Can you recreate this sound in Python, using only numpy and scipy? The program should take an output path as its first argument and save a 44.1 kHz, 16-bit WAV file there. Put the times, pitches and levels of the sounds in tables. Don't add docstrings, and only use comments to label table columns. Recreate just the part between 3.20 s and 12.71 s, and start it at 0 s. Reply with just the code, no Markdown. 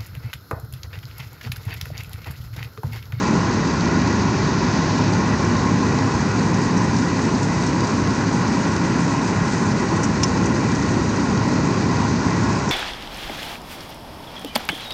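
import sys
import numpy as np
from scipy import signal
from scipy.fft import rfft, irfft, next_fast_len
from scipy.io import wavfile
from scipy.ndimage import uniform_filter1d

SR = 44100
rng = np.random.default_rng(int(sys.argv[2]) if len(sys.argv) > 2 else 0)


def inscribe(sig):
    pcm = np.round(np.clip(np.atleast_2d(sig).T, -1, 1) * 32767)
    wavfile.write(sys.argv[1], SR, pcm.astype(np.int16))


N = 419391

# [t/s, low roar level/dB, housing ring level/dB]
DRUM_LEVELS = [(0, -20, -27), (2, -20, -26.5), (4.3, -20.5, -28), (5.5, -21, -27), (7.5, -20, -28),
               (9.51, -21, -27.5)]
# [f/Hz, relative level per Hz/dB]
ROAR_SPECTRUM = [(30, -47.5), (40, -39), (50, -17.5), (97, -2.5), (140, -2), (172, 1), (275, -2.5),
                 (400, -8.5), (586, -18), (731, -23.5), (822, -15.5), (900, -22.5), (1170, -41.5),
                 (1980, -120)]
# [f/Hz, relative level per Hz/dB]
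HOUSING_SPECTRUM = [(350, -42.5), (600, -5), (735, -6.5), (826, -2.5), (1040, 2), (1220, -7), (1430, -3),
                    (1760, -10.5), (1960, -7), (2150, -13.5), (2490, -12.5), (3070, -22.5), (3400, -24),
                    (4420, -50), (7480, -120)]
LURCH_DB, LURCH_HZ = 0.57, 7.9


def drum():
    roar_db, ring_db = follow(DRUM_LEVELS)
    roar = coloured(rng.standard_normal(N), lambda hz: read(ROAR_SPECTRUM, hz) + panel_lift(hz))
    bites = gain_of(-10.5) * knocks(per_s=150, spread_db=2.7, samples=140.0)
    teeth = patchy(patch_db=0.04, flicker_db=0.13) + bites
    ring = coloured(teeth, lambda hz: read(HOUSING_SPECTRUM, hz) + panel_lift(hz))
    lurching_db = roar_db + LURCH_DB * drift(LURCH_HZ).real
    return swaying(gain_of(lurching_db) * roar + gain_of(ring_db) * ring)


# [f/Hz, width/Hz, lift/dB]
PANEL_RESONANCES = [(156, 8, -1), (254, 24, 2.5), (330.5, 12, 2), (382, 17, 3), (542, 27, 2.5),
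                    (850, 25, 0), (965, 68, 3), (1068, 36, 3.5), (1180, 29, 0.5), (1440, 48, 2),
                    (1666, 49, 2.5), (1703, 41, 3.5), (1920, 80, 4.5), (1820, 55, 2), (2036, 68, 2.5),
                    (2343, 84, 5), (2572, 74, 5), (2890, 45, 7.5), (3227, 49, 4.5), (3660, 120, 1.5),
                    (4270, 140, 1.5), (4740, 90, 4), (5370, 170, -1.5), (5960, 130, -3)]
SWAY_DB, SWAY_FRAMES = 1.0, 5


def panel_lift(hz):
    return sum(lift / (1 + (2 * (hz - f) / width) ** 2) for f, width, lift in PANEL_RESONANCES)


def swaying(x):
    hz, t, spectrum = signal.stft(x, SR, nperseg=2048)
    chance = rng.standard_normal((len(t), len(PANEL_RESONANCES)))
    sway = evened(uniform_filter1d(chance, size=SWAY_FRAMES, axis=0))
    shapes = np.array([1 / (1 + ((hz - f) / width) ** 2) for f, width, _ in PANEL_RESONANCES])
    gain = gain_of(SWAY_DB * sway @ shapes).T
    return signal.istft(spectrum * gain, SR, nperseg=2048)[1][:N]


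# [t/s, shaft speed/turns per s]
SHAFT_SPEED = [(0, 35.15), (1.75, 35.35), (2.75, 35.2), (3.75, 35.5), (4.75, 35.15), (5.5, 34.68),
               (6.9, 34.65), (7.75, 35.2), (8.75, 35.38), (9.51, 35.3)]
# [multiple of shaft speed, level relative to FIRING_DB/dB]
ORDER_LEVELS = [(3, -3), (4, -6.5), (4.5, -12), (5, -3.5), (6, -7.5), (6.5, -11), (7.5, -12), (8, -7.5),
                (9.5, -15), (12, -19), (18, -21), (20, -24), (24, -20)]
FIRING_DB = -28.5
WAVER_PER_ORDER, WAVER_MOST, WAVER_HZ = 0.17, .65, 7


def diesel():
    turns = shaft_turns()
    orders = 0
    for multiple, db in ORDER_LEVELS:
        depth = min(WAVER_PER_ORDER * multiple, WAVER_MOST)
        waver = 1 + depth * drift(WAVER_HZ)
        tone = np.exp(2j * np.pi * (multiple * turns + rng.random()))
        orders = orders + gain_of(db) * (waver * tone).real
    return np.sqrt(2) * gain_of(FIRING_DB) * orders


def shaft_turns():
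    speed, = follow(SHAFT_SPEED)
    return np.cumsum(speed) / SR


# [t/s, level/dB, gain of the top treble/dB]
FLOW_LEVELS = [(0, -35, -5), (1.2, -34, -18.5), (2.2, -35.5, -4), (4.3, -36, 3), (4.9, -35.5, -0.5),
               (6.6, -37, 4.5), (9.0, -36, -1), (9.51, -36, 3)]
# [f/Hz, relative level per Hz/dB]
RUBBLE_SPECTRUM = [(1800, -31), (3000, -12.5), (3470, -10.5), (3810, -4), (4840, -3), (6180, -0.5),
                   (6600, -3), (8300, -18), (9000, -26), (9300, -39), (9700, -36.5), (14000, -75)]
CLATTER_DEPTH = .045


def rubble():
    level_db, top_db = follow(FLOW_LEVELS)
    chips = gain_of(-8.0) * knocks(per_s=250, spread_db=5.0, samples=80.)
    fall = patchy(patch_db=0.7, flicker_db=0.6) + chips
    rattle = coloured(fall, lambda hz: read(RUBBLE_SPECTRUM, hz) + panel_lift(hz))
    rattle = rattle * (1 + CLATTER_DEPTH * np.cos(2 * np.pi * shaft_turns()))
    high_pass = signal.butter(4, 7600, "high", fs=SR, output="sos")
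    top = signal.sosfiltfilt(high_pass, rattle)
    top_gain = gain_of(top_db + 3.0 * drift(20).real)
    return gain_of(level_db) * (rattle + (top_gain - 1) * top)


# [t/s, peak level of the clack/dB, pitch factor]
STONE_BLOWS = [(2.247, -25, 1.04), (3.007, -26, 1.03), (3.343, -24, 1.04), (3.573, -26, 1.12),
               (3.578, -25, 1.08), (3.765, -25, .92), (4.149, -26, .9), (4.465, -23, 1.1),
               (4.472, -24, .98), (5.279, -25, 1.1), (6.832, -19, 1.08), (6.837, -20, 1.12),
               (6.842, -18, 1.04), (6.849, -23, 1.15), (7.0314, -17, 1.02), (7.0331, -7, 1.0),
               (7.0371, -11, 1.0), (7.0428, -17, 1.02), (7.2572, -21, 1.12), (7.265, -25, 1.1),
               (7.55, -23, 1.06), (7.961, -28, 1.15), (9.355, -25, .94), (9.491, -19.5, 1.03)]
# [f/Hz, relative level/dB, t60/s]
BED_MODES = [(2050, -13, .012), (2380, -9, .02), (2800, -6, .02), (3250, -12, .02), (3720, -11, .02),
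             (4200, -18, .02), (5000, -9, .02), (5300, 0, .03), (5800, 0, .028), (6250, -7, .022),
             (6620, -7, .025), (7000, -10, .025), (7650, -15, .022), (9320, -24, .03)]
MIDDLE_HZ = 4500, 8500
HARD_DB = -8
SCATTER_DB, SCATTER_T60_S = -21, .095
RISE_S = .0004


def stones():
    size = 4096
    out, t, hz = np.zeros(N + size), np.arange(size) / SR, np.fft.rfftfreq(size, 1 / SR)
    f, mode_db, t60 = np.transpose(BED_MODES)[:, :, None]
    outer = (f < MIDDLE_HZ[0]) | (f > MIDDLE_HZ[1])
    rise = np.sin(np.pi / 2 * np.minimum(t / RISE_S, 1)) ** 2
    bursts = rng.standard_normal((len(STONE_BLOWS), size))
    for (s, db, factor), burst in zip(STONE_BLOWS, bursts):
        outer_gain = min(gain_of(0.98 * (db - HARD_DB)), 1)
        strength = gain_of(mode_db) * np.where(outer, outer_gain, 1)
        modes = strength * gain_of(-60 * t / t60) * np.sin(2 * np.pi * f * factor * t)
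        clack = modes.sum(axis=0)
        colour = (strength / (1 + ((hz - f * factor) / 300) ** 4)).sum(axis=0)
        splinters = evened(irfft(rfft(burst) * colour, size))
        patter = splinters * gain_of(SCATTER_DB - 60 * t / SCATTER_T60_S)
        blow = rise * (clack / abs(rise * clack).max() + patter)
        out[round(s * SR):][:size] += gain_of(db) * blow
    return out[:N]


AIR_OPEN_S, AIR_SHUT_S, AIR_CLOSING_S = .9, 1.885, .015
AIR_DB, AIR_SWELL = -37.5, .6


def air():
    times = [AIR_OPEN_S, AIR_SHUT_S, AIR_SHUT_S + AIR_CLOSING_S]
    opening = np.interp(np.arange(N) / SR, times, [0, 1, 0])

    def jet_db(hz):
        return -12 * np.log2((hz + 1) / 5200) ** 2 - 60 * (hz / 9000) ** 8

    hiss = coloured(rng.standard_normal(N), jet_db)
    return gain_of(AIR_DB) * opening ** AIR_SWELL * hiss


# [f/Hz, nominal level/dB, waver width/Hz]
HUM_TONES = [(50.7, -51, 1.4), (56.5, -47, 2), (59.8, -46.5, 2.2), (75, -38.5, 1.8), (481, -48, 4.1),
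             (1076, -47, 15)]


def hums():
    t = np.arange(N) / SR
    total = 0
    for hz, db, width in HUM_TONES:
        waver = 1 + 0.89 * drift(width)
        tone = np.exp(2j * np.pi * (hz * t + rng.random()))
        total = total + gain_of(db) * (waver * tone).real
    return total


WIND_DB = -63


def wind():
    rumble = coloured(rng.standard_normal(N), lambda hz: -np.minimum((hz / 45) ** 4, 80))
    return gain_of(WIND_DB) * abs(drift(1.5)) * rumble


def gain_of(db):
    return 10 ** (np.asarray(db) / 20)


def evened(x):
    return x / np.sqrt(np.mean(x ** 2) + 1e-20)


def read(points, hz):
    f, value = np.transpose(points)
    return np.interp(np.log(hz + 1), np.log(f + 1), value)


def follow(rows):
    s, *columns = np.transpose(rows)
    return [np.interp(np.arange(N) / SR, s, c) for c in columns]


def drift(hz):
    steps = rng.standard_normal((N // 64 + 2, 2)) @ [1, 1j]
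    pole = np.exp(-np.pi * hz * 64 / SR)
    once = signal.lfilter([1], [1, -pole], steps)
    slow = signal.lfilter([1], [1, -pole], once)
    at, grid = np.arange(N) / 64, np.arange(len(slow))
    smooth = np.interp(at, grid, slow.real) + 1j * np.interp(at, grid, slow.imag)
    return smooth / np.sqrt(np.mean(abs(slow) ** 2))


def coloured(x, shape_db):
    size = next_fast_len(N)
    gain = gain_of(shape_db(np.fft.rfftfreq(size, 1 / SR)))
    return evened(irfft(rfft(x, size) * gain, size)[:N])


def patchy(patch_db, flicker_db, size=512):
    frames, bins = N * 4 // size + 5, size // 2 + 1
    a, b, patches = rng.standard_normal((frames, bins, 3)).T
    patches = uniform_filter1d(patches, size=8, axis=0)
    patches = evened(uniform_filter1d(patches, size=16, axis=1))
    flicker = evened(uniform_filter1d(rng.standard_normal(frames), size=12))
    spectrum = (a + 1j * b) * gain_of(patch_db * patches + flicker_db * flicker)
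    return evened(signal.istft(spectrum, nperseg=size, noverlap=size * 3 // 4)[1][:N])


def knocks(per_s, spread_db, samples):
    sizes = gain_of(spread_db * np.minimum(rng.exponential(1, N), 3.1))
    hits = sizes * (rng.random(N) < per_s / SR)
    envelope = signal.lfilter([1], [1, -np.exp(-1 / samples)], hits)
    return evened(envelope * rng.standard_normal(N))


def scene():
    return (drum() + diesel() + rubble() + stones() + air() + hums() + wind())[None]


EDGE_HZ = 11612


def record(dry):
    low_pass = signal.firwin(511, EDGE_HZ, window=("kaiser", 9), fs=SR)
    return signal.oaconvolve(dry, low_pass[None], "same")


dry = scene()
out = record(dry)
inscribe(out)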